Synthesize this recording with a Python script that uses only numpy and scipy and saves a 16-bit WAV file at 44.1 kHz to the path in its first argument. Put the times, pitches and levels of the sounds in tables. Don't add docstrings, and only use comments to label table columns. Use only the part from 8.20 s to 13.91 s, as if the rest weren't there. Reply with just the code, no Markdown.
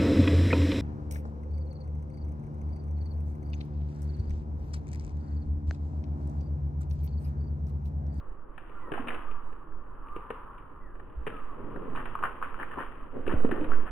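import sys
import numpy as np
from scipy import signal
from scipy.fft import rfft, irfft, next_fast_len
from scipy.io import wavfile

SR = 44100
rng = np.random.default_rng(int(sys.argv[2]) if len(sys.argv) > 2 else 0)


def transcribe(u):
    v = np.clip(np.atleast_2d(u).T, -1, 1)
    q = np.round(v * 32767).astype(np.int16)
    wavfile.write(sys.argv[1], SR, q)


N = 251811

# t/s, tap level/dB, thud level/dB, snap level/dB
CONTACTS = [(.379, -40, -47.5, -44), (0.496, -55.5, -49.5, -55), (.719, -31.5, -23, -36),
            (.738, -33.5, -34.5, -39.5), (0.873, -39.5, -35, -39), (.884, -30.5, -41, -28.5),
            (.945, -52.5, -43, -37), (1.113, -62, -44.5, -46), (1.326, -54, -45.5, -58),
            (1.885, -57, -57, -53.5), (1.963, -44.5, -33, -43.5), (2.104, -32, -25.5, -39.5),
            (2.381, -59, -57, -52.5), (2.753, -51, -46.5, -64.5), (2.798, -42.5, -51, -59.5),
            (2.899, -60, -62.5, -63), (3.068, -33.5, -27.5, -36.5), (3.075, -34, -28.5, -36),
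            (3.164, -57.5, -51, -51.5), (3.56, -37.5, -34, -63.5), (3.76, -41.5, -43, -39.5),
            (3.856, -36.5, -45.5, -38.5), (5.066, -36.5, -40, -43), (5.078, -41, -20.5, -34),
            (5.123, -42.5, -26, -41), (5.138, -43.5, -23.5, -53.5), (5.247, -36.5, -17.5, -48),
            (5.291, -48.5, -25, -50.5), (5.313, -29.5, -28, -37.5), (5.326, -39, -28, -48.5),
            (5.41, -48, -28.5, -46), (5.443, -35.5, -33.5, -42.5)]
# t/s, level/dB, f/Hz
SEED_CRACKS = [(0.738, -32.5, 1450), (.778, -30, 826), (0.905, -30.5, 1874), (1.304, -44, 1140),
               (1.522, -49.5, 1470), (1.871, -38.5, 1270), (3.066, -33.5, 1870), (3.752, -31, 1115),
               (3.775, -32, 1243), (3.857, -33, 1220), (3.915, -38.5, 1028), (3.953, -21.5, 1125),
               (3.99, -29.5, 1218), (4.027, -21, 1105), (4.037, -16, 1258), (4.0533, -21.5, 1330),
               (4.216, -29.5, 1110), (4.226, -21, 1248), (4.244, -30, 1444), (4.343, -28.5, 1260),
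               (4.43, -27.5, 1716), (4.574, -29.5, 1053), (4.585, -26, 1045), (5.317, -28.5, 1696),
               (5.518, -25, 1343), (5.535, -30, 1540)]
# t/s, duration/s, leaf level/dB, grit level/dB
SOLE_CRUNCHES = [(0.742, 0.02, -39, -44), (0.77, .036, -41, -51.5), (0.906, .067, -54.5, -51.5),
                 (3.746, 0.074, -43, -48.5), (3.852, 0.032, -51, -49.5), (4.022, 0.055, -35, -44.5),
                 (4.218, 0.043, -44, -46), (4.387, 0.055, -39.5, -51), (4.51, .04, -41, -58),
                 (4.573, .066, -39.5, -47.5), (5.079, .07, -41, -49), (5.325, 0.078, -45, -68.5),
                 (5.507, .04, -44.5, -54), (5.655, .036, -46, -57.5)]
# t/s, level/dB
SAND_SHUFFLE = [(0, -70.5), (.28, -77.5), (.45, -62), (.7, -62.5), (1.1, -66.5), (1.6, -72.5),
                (2.15, -65.5), (2.72, -73.5), (3.4, -62), (4.15, -56), (4.65, -54.5), (4.9, -62),
                (5.7, -54)]
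# middle t/s, duration/s, level/dB
CLOTH_STROKES = [(0.855, 0.51, -46.5), (3.123, .13, -45), (3.576, 0.62, -45), (3.993, 2.7, -54),
                 (4.046, 0.15, -49), (4.417, 0.1, -51), (4.593, 0.097, -43), (4.976, 0.12, -39.5),
                 (5.123, .2, -37.5), (5.384, 0.48, -38.5), (5.62, .16, -45)]
# t/s, f/Hz, level/dB, rise time/s
BODY_BUMPS = [(.718, 379, -26, 0.0017), (0.793, 256.6, -32, 0.0075), (0.812, 247.6, -39.5, 0.041),
              (2.103, 408, -38.5, 0.0027), (2.96, 54.2, -29.5, 0.026), (5.133, 270, -25, 0.0043),
              (5.1402, 77.6, -21, 0.0046), (5.15, 55.9, -33.5, .016), (5.2464, 284, -24, 0.0027),
              (5.322, 334, -22, 0.0046), (5.376, 362, -30, 0.0074), (5.392, 307, -28.5, 0.034)]
# t/s, duration/s, start f/Hz, end f/Hz, level/dB
WHISTLES = [(.55, .048, 1423, 1347, -51.5), (0.585, .14, 1120, 910, -51), (0.595, 0.16, 2050, 1720, -60.5),
            (1.03, .18, 1264, 1110, -49.5), (1.86, .14, 1130, 1222, -45), (1.92, .15, 1291, 1112, -50.5),
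            (2.207, 0.11, 1188, 1045, -54), (2.604, .15, 2040, 1503, -63), (3.107, .11, 1320, 1222, -47),
            (3.26, .087, 1245, 1063, -50.5)]
# t/s, level/dB
CHORUS_LEVELS = [(0.0, -59), (0.43, -62.5), (0.78, -49), (0.95, -48.5), (1.32, -55), (1.65, -57),
                 (2.05, -50.5), (2.15, -49), (2.75, -61), (3.08, -58.5), (3.23, -53), (4.48, -49),
                 (4.77, -53.5), (5.04, -59.5), (5.53, -49.5), (5.71, -53)]
BUFFET_LEVELS = [(0, -31.5), (.6, -41.5), (1.2, -33.5), (2.3, -57), (3.4, -32.5), (4.8, -45.5),
                 (5.35, -17.5), (5.71, -19.5)]

# f/Hz, relative level/dB
THUD_SPECTRUM = [(40, -25), (150, -11), (290, -2.5), (460, 0), (620, -13), (900, -37), (2000, -63.5)]
TAP_SPECTRUM = [(300, -32), (700, -6), (1200, 0), (1500, -2.5), (1800, -2.5), (2200, -24), (3500, -41.5)]
SNAP_SPECTRUM = [(900, -33.5), (1900, -11.5), (2450, 3), (3000, -2), (3350, -14), (3700, -19), (4000, -31)]
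LEAF_SPECTRUM = [(200, -15.5), (600, -9), (950, 1), (1300, 3), (1550, -2.5), (1780, 0.5), (2150, -22),
                 (3000, -17.5), (3700, -47.5)]
SAND_SPECTRUM = [(150, -24.5), (500, 2.5), (900, 2), (1300, 6), (1800, 2), (2150, -6.5), (2500, -5),
                 (3050, -8), (3400, -18.5), (4000, -35)]
CLOTH_SPECTRUM = [(30, -18), (80, -2.5), (160, -9), (260, 2), (360, -2.5), (500, -2), (680, -15),
                  (1100, -19), (2000, -32), (3000, -58.5)]
SLEEVE_SPECTRUM = [(50, -20), (110, 3), (160, 1.5), (290, -5.5), (400, -0.5), (700, -30), (1500, -73)]
CHORUS_SPECTRUM = [(500, -41.5), (800, -5.5), (1000, 4), (1180, 5.5), (1350, 0), (1550, -10.5),
                   (1800, -14.5), (2200, -51)]
BUFFET_SPECTRUM = [(1, -7.5), (3, 0.5), (5, -4.5), (8, -27.5), (15, -21.5), (30, -37.5), (60, -43),
                   (150, -88), (400, -120)]
MURMUR_SPECTRUM = [(12, -24.5), (20, -4), (30, -7), (38, -15), (58, -20), (103, -26.5), (125, -26),
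                   (211, -31.5), (308, -26.5), (413, -29.5), (617, -35), (657, -41.5), (1180, -37.5),
                   (1800, -48.5), (3050, -87), (3960, -103), (6710, -120)]

# f/Hz, T60/s
YARD_T60 = [(100, 0.28), (1200, 0.35), (4000, 0.39)]
# f/Hz, left minus right level/dB
NEAR_BALANCE = [(100, -1), (300, 3.5), (490, 3.5), (740, -7), (1130, 1.5), (1710, 6), (2600, 6.5)]
# f/Hz, side minus mid level/dB
DIFFUSE_WIDTH = [(100, -11.5), (220, -11.5), (490, -1), (740, -6.5), (1130, -9.5), (1710, -6), (2600, -1.5)]
ECHO_WIDTH = [(100, -15.5), (280, -10.5), (600, -4.5), (3000, -7.5)]


def footfalls():
    out = np.zeros((2, N))
    thud, tap, snap = pulse(THUD_SPECTRUM), pulse(TAP_SPECTRUM), pulse(SNAP_SPECTRUM)
    for s, tap_db, thud_db, snap_db in CONTACTS:
        add(out, s, amp(thud_db) * scattered(thud, t60=0.028, scatter_db=-1.3, width_db=-4))
        add(out, s, amp(tap_db) * scattered(tap, t60=0.026, scatter_db=7.5, width_db=-2.5))
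        add(out, s, amp(snap_db) * scattered(snap, t60=0.037, scatter_db=1.5, width_db=-6.5))
    return out


def seeds():
    out, crush = np.zeros((2, N)), np.zeros(N)
    snap = amp(-21.5) * pulse(SNAP_SPECTRUM)
    for s, db, hz in SEED_CRACKS:
        crack = ping(hz, rise=1.56 / hz, size=len(snap)) + snap
        add(out, s, amp(db) * scattered(crack, t60=0.05, scatter_db=-6, width_db=-5))
    for s, length, leaf_db, _ in SOLE_CRUNCHES:
        add(crush, s, amp(leaf_db) * arch(length))
    return out + crush * grains(LEAF_SPECTRUM, per_s=600, spread_db=1.5)


def grit():
    grinds = [amp(snap_db - 14) * slide(s, hold=0, fade_db_per_s=83.5) for s, _, _, snap_db in CONTACTS]
    rolls = [amp(grit_db) * slide(s, hold=length / 2, fade_db_per_s=171)
             for s, length, _, grit_db in SOLE_CRUNCHES]
    envelope = power_sum(grinds + rolls + [level(SAND_SHUFFLE)])
    return envelope * grains(SAND_SPECTRUM, per_s=1100, spread_db=2.5)


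def cloth():
    rubbing = power_sum(amp(db) * stroke(s, length) for s, length, db in CLOTH_STROKES)
    rubs = rubbing * grains(CLOTH_SPECTRUM, per_s=900, spread_db=3)
    dragging = amp(-47.5) * stroke(middle=3.65, length=0.72)
    return rubs + dragging * grains(SLEEVE_SPECTRUM, per_s=700, spread_db=3.5)


def bumps():
    out = np.zeros(N)
    for s, hz, db, rise in BODY_BUMPS:
        add(out, s, amp(db) * ping(hz, rise))
    return out


def birds():
    song = np.zeros((1, N))
    for s, length, start_hz, end_hz, db in WHISTLES:
        t = np.linspace(0, length, round(length * SR))
        flutter = 0.022 * np.interp(t, np.arange(100) / 200, rng.standard_normal(100))
        hz = np.linspace(start_hz, end_hz, len(t)) * (1 + flutter)
        add(song, s, amp(db) * arch(length) * np.sin(2 * np.pi * np.cumsum(hz) / SR))
    chorus = level(CHORUS_LEVELS) * stereo(coloured(rng.standard_normal((2, N)), CHORUS_SPECTRUM))
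    return song + amp(-1) * yard(song) + chorus


def air():
    murmur = amp(-46.5) * stereo(coloured(rng.standard_normal((2, N)), MURMUR_SPECTRUM))
    buffet = level(BUFFET_LEVELS) * coloured(rng.standard_normal(N), BUFFET_SPECTRUM)
    return murmur + buffet * amp([[-4], [2.5]])


def yard(x):
    hz, t, noise = signal.stft(rng.standard_normal((2, SR // 2)), SR, nperseg=256)
    decay = amp(-60 * t / along(YARD_T60, hz)[:, None])
    tail = signal.istft(noise * decay, SR, nperseg=256)[1]
    delayed = np.pad(x.mean(0), (600, 0))
    echo = signal.fftconvolve(delayed[None], tail / np.linalg.norm(tail), axes=1)[:, :N]
    return stereo(echo, ECHO_WIDTH)


def scattered(click, t60, scatter_db, width_db):
    t = np.arange(len(click)) / SR
    mid, side = rng.standard_normal((2, len(t))) * amp(-60 * t / t60) * (1 - np.exp(-t / 0.002))
    ports = [mid + amp(width_db) * side, mid - amp(width_db) * side]
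    tail = signal.fftconvolve(ports, click[None], axes=1)[:, :len(t)]
    return click + amp(scatter_db) * tail * np.linalg.norm(click) / np.linalg.norm(tail[0])


def pulse(spectrum, size=4096):
    magnitude = amp(along(spectrum, np.fft.rfftfreq(size, 1 / SR)))
    cepstrum = irfft(np.log(magnitude))
    cepstrum[1:size // 2] *= 2
    cepstrum[size // 2 + 1:] = 0
    click = irfft(np.exp(rfft(cepstrum)))
    return click / np.abs(click).max()


def ping(hz, rise, size=12000):
    t = np.arange(size) / SR
    return (t / rise * np.exp(1 - t / rise)) ** 2 * np.sin(2 * np.pi * hz * t)


def grains(spectrum, per_s, spread_db):
    impacts = (rng.random((2, N)) < per_s / SR) * rng.choice([-1, 1], (2, N))
    sizes = amp(spread_db * np.clip(rng.standard_normal((2, N)), -2, 2))
    return stereo(coloured(impacts * sizes, spectrum))


def slide(s, hold, fade_db_per_s, attack=0.024):
    t = np.arange(N) / SR - s
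    return np.clip(t / attack, 0, 1) * amp(-fade_db_per_s * np.maximum(t - hold, 0))


def stroke(middle, length):
    u = (np.arange(N) / SR - middle) / length
    return np.abs(np.cos(np.pi * u)) ** 0.86 * (np.abs(u) < 0.5)


def arch(length):
    return np.sqrt(np.abs(np.sin(np.linspace(0, np.pi, round(length * SR)))))


def level(rows):
    s, db = np.transpose(rows)
    return np.interp(np.arange(N) / SR, s, amp(db), left=0, right=0)


def power_sum(gains):
    return np.sqrt(sum(g ** 2 for g in gains))


def stereo(pair, width=DIFFUSE_WIDTH):
    side = filtered(pair[1], lambda hz: amp(along(width, hz)))
    return np.array([pair[0] + side, pair[0] - side])


def coloured(x, spectrum):
    shaped = filtered(x, lambda hz: amp(along(spectrum, hz)))
    return shaped / np.sqrt(np.mean(shaped ** 2) + 1e-20)


def filtered(x, response):
    size = next_fast_len(N + SR // 2)
    return irfft(rfft(x, size) * response(np.fft.rfftfreq(size, 1 / SR)), size)[..., :N]


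def along(points, hz):
    f, values = np.transpose(points)
    return np.interp(np.log(hz + 0.00069), np.log(f), values)


def add(track, s, sound):
    part = track[..., max(round(s * SR), 0):][..., :sound.shape[-1]]
    part += sound[..., :part.shape[-1]]


def amp(db):
    return 10 ** (np.asarray(db) / 20)


def scene():
    walker = footfalls() + seeds() + grit() + cloth() + bumps()
    direct = filtered(walker, lambda hz: amp(np.outer([1, -1], along(NEAR_BALANCE, hz)) / 2))
    return direct + amp(-7) * yard(walker) + birds() + air()


def record(dry):
    slow_rate_hz, slow_top_hz, top_hz = 12000, 4050, 15550
    slow = filtered(dry, lambda hz: 1 / np.sqrt(1 + (hz / slow_top_hz) ** 80))
    mirrored = slow * (1 + 2 * np.cos(2 * np.pi * slow_rate_hz * np.arange(N) / SR))
    droop = lambda hz: (np.minimum(hz, np.abs(slow_rate_hz - hz)) / (hz + 1e-9)) ** 2
    return filtered(mirrored, lambda hz: droop(hz) * (hz < top_hz))


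dry = scene()
out = record(dry)
transcribe(out)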